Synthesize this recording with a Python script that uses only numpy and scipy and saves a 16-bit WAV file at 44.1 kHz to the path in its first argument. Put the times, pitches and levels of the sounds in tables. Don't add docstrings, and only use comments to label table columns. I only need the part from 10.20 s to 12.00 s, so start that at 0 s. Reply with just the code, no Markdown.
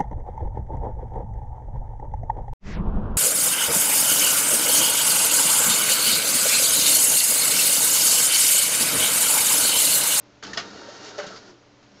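import sys
import numpy as np
from scipy import signal
from scipy.fft import rfft, irfft
from scipy.io import wavfile

SR = 44100
rng = np.random.default_rng(int(sys.argv[2]) if len(sys.argv) > 2 else 0)


def wav_out(sig):
    wavfile.write(sys.argv[1], SR, np.round(np.clip(np.atleast_2d(sig).T, -1, 1) * 32767).astype(np.int16))


N = 79380
T = np.arange(N) / SR
HIT_T = T[:SR // 2]

# frequency_hz, gain_db
AIR_EQ = [(25, -16), (55, -14), (100, -14), (150, -15), (350, -12), (700, -15.5), (2800, -24.5),
          (5600, -28), (9000, -37)]
# pitch_hz, level_db
HUM_TONES = [(119, -61.5), (290.5, -60.5), (420, -68.5), (580, -67)]
# time_s, level_db
ROLLER_FADER = [(.222, -67), (.26, -44), (.41, -46.5), (.46, -50), (.54, -50.5), (.72, -55.5), (.99, -62),
                (1.08, -48.5), (1.15, -53), (1.25, -56), (1.42, -76), (1.77, -56.5)]
# frequency_hz, gain_db
ROLLER_EQ = [(25, -24), (55, -12), (85, -1), (150, -9), (198, 12), (270, -9), (400, -32), (1000, -42.5)]
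# peak_s, half_width_s, level_db
PAPER_SWISHES = [(0.744, 0.036, -50), (0.869, 0.031, -41), (1.263, 0.031, -63), (1.79, 0.02, -72)]
# frequency_hz, gain_db
PAPER_EQ = [(300, -21), (900, -3), (1800, -6.5), (2600, -4.5), (5900, -1.5), (9000, -11.5)]
# start_s, length_s, from_hz, to_hz, peak_db
SQUEAL_GLIDES = [(0.238, 0.16, 194, 209.5, -44.5), (1.093, 0.093, 1324, 1352, -43.5),
                 (1.14, 0.052, 4800, 4836, -46.5), (1.193, 0.189, 419, 328, -50),
                 (1.745, 0.085, 5410, 5930, -59)]
# time_s, level_db
GEAR_FADER = [(.222, -65), (.229, -42), (.30, -40.5), (.46, -42), (.70, -42.5), (.97, -42), (1.10, -41.5),
              (1.17, -43), (1.21, -48.5), (1.30, -47), (1.365, -63), (1.56, -67), (1.8, -55.5)]
# frequency_hz, gain_db
GEAR_EQ = [(80, -30), (160, -9), (280, 1.5), (560, -1), (720, -3.5), (1150, -7.5), (1450, -3),
           (1900, -11.5), (2450, -16.5), (3500, -14), (4700, -9.5), (9000, -22)]
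# pitch_hz, gain_db
WHINE_TONES = [(306.8, -15.5), (418, -13.5), (538, -18), (755, -17.5), (926, -15), (1340, -13.5),
               (1857, -17.5), (2821, -18.5), (3752, -18.5)]
# frequency_hz, gain_db
CASE_EQ = [(60, -9), (190, 1), (330, -9.5), (600, -5), (1500, 4.5), (2400, -4), (3400, -3), (5000, -3),
           (6500, -5), (9000, -14)]
# centre_hz, t60_s
CASE_DECAY = [(150, 0.16), (600, .14), (2000, 0.19), (7000, 0.13)]
# start_s, level_db, treble_db, thump_db, ring_hz, ring_db
LEVER_TAPS = [(0.2254, -36.5, -5.5, 4.5, 1574, -9), (0.234, -37, 8.5, -29, 3370, -8.5),
              (.250, -46, 1, 0, 3040, 0), (.265, -42, 7, -6, 1217, -7.5), (.332, -35, 6.5, -23, 1810, 2.5),
              (0.559, -52.5, -7, -16, 430, 9.5), (.618, -50.5, -20, -3, 564, 8.5),
              (.686, -45, 1, 5, 580, 8), (1.029, -40, -4, -1, 1580, -5), (1.066, -40.5, 9, -12, 187, -2.5),
              (1.105, -47, 5, -12, 653, 6), (1.16, -44, 5, -5, 2090, -7), (1.627, -56, 0, 13, 730, -0.5)]
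# start_s, gain_db, treble_db
FEED_HITS = [(.9795, -35, 19), (.9855, -31, -4), (.9905, -37, 0), (.9975, -34, -7), (1.04, -38, -12.5)]
# pitch_hz, gain_db, t60_s
FEED_MODES = [(419, -2.5, 0.3), (590, 7, 0.13), (775, 3, 0.095), (1244, -10, 0.063), (1475, -9, 0.053),
              (2006, -9, 0.11), (3000, -9.5, 0.12)]
# start_s, gain_db, treble_db
LATCH_HITS = [(.3715, -25.5, 5), (.374, -20.5, 1), (.380, -33, -1), (.392, -32.5, -18.5), (.397, -32, 6)]
# pitch_hz, gain_db, t60_s
LATCH_MODES = [(205, -5.5, 0.14), (677, 0.5, 0.14), (1204, -2.5, 0.27), (1610, -10, 0.22), (1855, 1, 0.11),
               (2866, 0, 0.087), (3376, 3.5, 0.058), (4826, 11, 0.025), (5200, 7, 0.041)]
# frequency_hz, gain_db
MIC_EQ = [(20, -3), (6800, -0.5), (7400, -8), (8000, -18), (8600, -22), (9200, -31)]


def amp(db):
    return 10 ** (np.asarray(db) / 20)


def unit(x):
    return x / np.sqrt(np.mean(x ** 2) + 1e-20)


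def curve_at(points, hz):
    frequencies, values = np.transpose(points)
    return np.interp(np.log(hz + 1), np.log(frequencies + 1), values)


def fader(points):
    return amp(np.interp(T, *np.transpose(points)))


def equalise(x, eq):
    hz = np.fft.rfftfreq(len(x), 1 / SR)
    return irfft(rfft(x) * amp(curve_at(eq, hz)), len(x))


def noise(eq):
    return unit(equalise(rng.standard_normal(N), eq))


def drift(rate_hz):
    rolloff = 1 + (np.fft.rfftfreq(N, 1 / SR) / rate_hz) ** 4
    return unit(irfft(rfft(rng.standard_normal(N)) / rolloff, N))


def add(mix, start_s, sound):
    part = mix[round(start_s * SR):][:len(sound)]
    part += sound[:len(part)]


def decay(t60_s):
    return np.exp(-np.log(1000) * HIT_T / t60_s)


def shape_hit(x, attack_s=0.002):
    x = x * np.minimum(HIT_T / attack_s, 1)
    return x / np.sqrt(np.mean(x[:SR // 100] ** 2) + 1e-20)


def room_tone(air_db=-55):
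    hum = np.zeros(N)
    for hz, db in HUM_TONES:
        flutter = 1 + 0.21 * drift(28)
        phase = 2 * np.pi * hz * T + 0.51 * drift(3.2)
        hum += amp(db) * np.sqrt(2) * flutter * np.sin(phase)
    return amp(air_db) * noise(AIR_EQ) + hum


def rollers():
    return fader(ROLLER_FADER) * noise(ROLLER_EQ)


def paper():
    swell = sum(amp(db) * np.exp(-.5 * ((T - peak_s) / half_width_s) ** 2)
                for peak_s, half_width_s, db in PAPER_SWISHES)
    friction = noise(PAPER_EQ)
    grain = amp(2 * drift(300))
    return swell * unit(friction * grain)


def squeals(pitch_jitter=0.025, rough_hz=224):
    out = np.zeros(N)
    for start_s, length_s, from_hz, to_hz, db in SQUEAL_GLIDES:
        progress = np.clip((T - start_s) / length_s, 0, 1)
        hz = (from_hz + (to_hz - from_hz) * progress) * (1 + pitch_jitter * drift(rough_hz))
        swell = amp(db) * np.sin(np.pi * progress)
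        rasp = 1 + .5 * drift(rough_hz)
        out += swell * rasp * np.sin(2 * np.pi * np.cumsum(hz) / SR)
    return out


def motor_whine(run_s, flutter_depth=0.36, stop_s=1.095, fade_s=0.034):
    whine = np.zeros(N)
    for hz, db in WHINE_TONES:
        flutter = 1 + flutter_depth * drift(18)
        whine += amp(db) * np.sqrt(2) * flutter * np.sin(2 * np.pi * (hz * run_s + rng.random()))
    return whine * np.clip((stop_s - T) / fade_s + 1, 0, 1)


def gear_train(teeth_per_s=420, spin_up_s=0.045, grind_db=0.5):
    since_start_s = np.maximum(T - GEAR_FADER[0][0], 0)
    speed = 1 - 0.25 * np.exp(-since_start_s / spin_up_s)
    run_s = np.cumsum(speed + 0.002 * drift(18)) / SR
    tooth_count = np.floor(teeth_per_s * run_s + .5 * drift(150))
    clicks = np.diff(tooth_count, prepend=0) * amp(rng.uniform(-2.76, 4, N))
    case_tail = rng.standard_normal(len(HIT_T)) * decay(t60_s=0.059)
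    teeth = unit(signal.fftconvolve(clicks, case_tail)[:N])
    grind = amp(grind_db) * rng.standard_normal(N)
    chatter = unit(equalise(teeth + grind, GEAR_EQ))
    return fader(GEAR_FADER) * (chatter + motor_whine(run_s))


def case_crack(treble_db, thump_db):
    hz = np.fft.rfftfreq(len(HIT_T), 1 / SR)
    tilt_db = curve_at([(220, thump_db), (450, 0), (1600, 0), (4000, treble_db)], hz)
    spectrum = np.exp(2j * np.pi * rng.random(len(hz))) * amp(curve_at(CASE_EQ, hz) + tilt_db)
    centres_hz, t60s = np.transpose(CASE_DECAY)
    crack = np.zeros(len(HIT_T))
    for solo, t60_s in zip(np.eye(len(centres_hz)), t60s):
        band = curve_at(np.c_[centres_hz, solo], hz)
        crack += irfft(spectrum * band, len(HIT_T)) * decay(t60_s)
    return shape_hit(crack)


def ring(modes):
    return shape_hit(sum(amp(db) * decay(t60_s) * np.sin(2 * np.pi * (hz * HIT_T + rng.random()))
                         for hz, db, t60_s in modes))


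def lever_taps(ring_t60_s=0.042):
    out = np.zeros(N)
    for start_s, db, treble_db, thump_db, ring_hz, ring_db in LEVER_TAPS:
        crack = case_crack(treble_db, thump_db)
        tail = amp(ring_db) * ring([(ring_hz, 0, ring_t60_s)])
        add(out, start_s, amp(db) * (crack + tail))
    return out


def rattle(hits, modes, ring_db, crack_db, thump_db):
    out = np.zeros(N)
    for start_s, db, treble_db in hits:
        crack = amp(crack_db) * case_crack(treble_db, thump_db)
        tail = amp(ring_db) * ring(modes)
        add(out, start_s, amp(db) * (crack + tail))
    return out


def feed_clunk():
    return rattle(FEED_HITS, FEED_MODES, ring_db=0.7, crack_db=-5, thump_db=-13)


def latch_snap():
    return rattle(LATCH_HITS, LATCH_MODES, ring_db=-6.5, crack_db=-6, thump_db=-5)


def scene():
    hits = latch_snap() + feed_clunk() + lever_taps()
    return (hits + gear_train() + rollers() + paper() + squeals() + room_tone())[None]


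def record(dry, cutoff_hz=8900):
    high_cut = signal.firwin(511, cutoff_hz, window=("kaiser", 9), fs=SR)
    return signal.oaconvolve(equalise(dry[0], MIC_EQ), high_cut, "same")[None]


dry = scene()
out = record(dry)
wav_out(out)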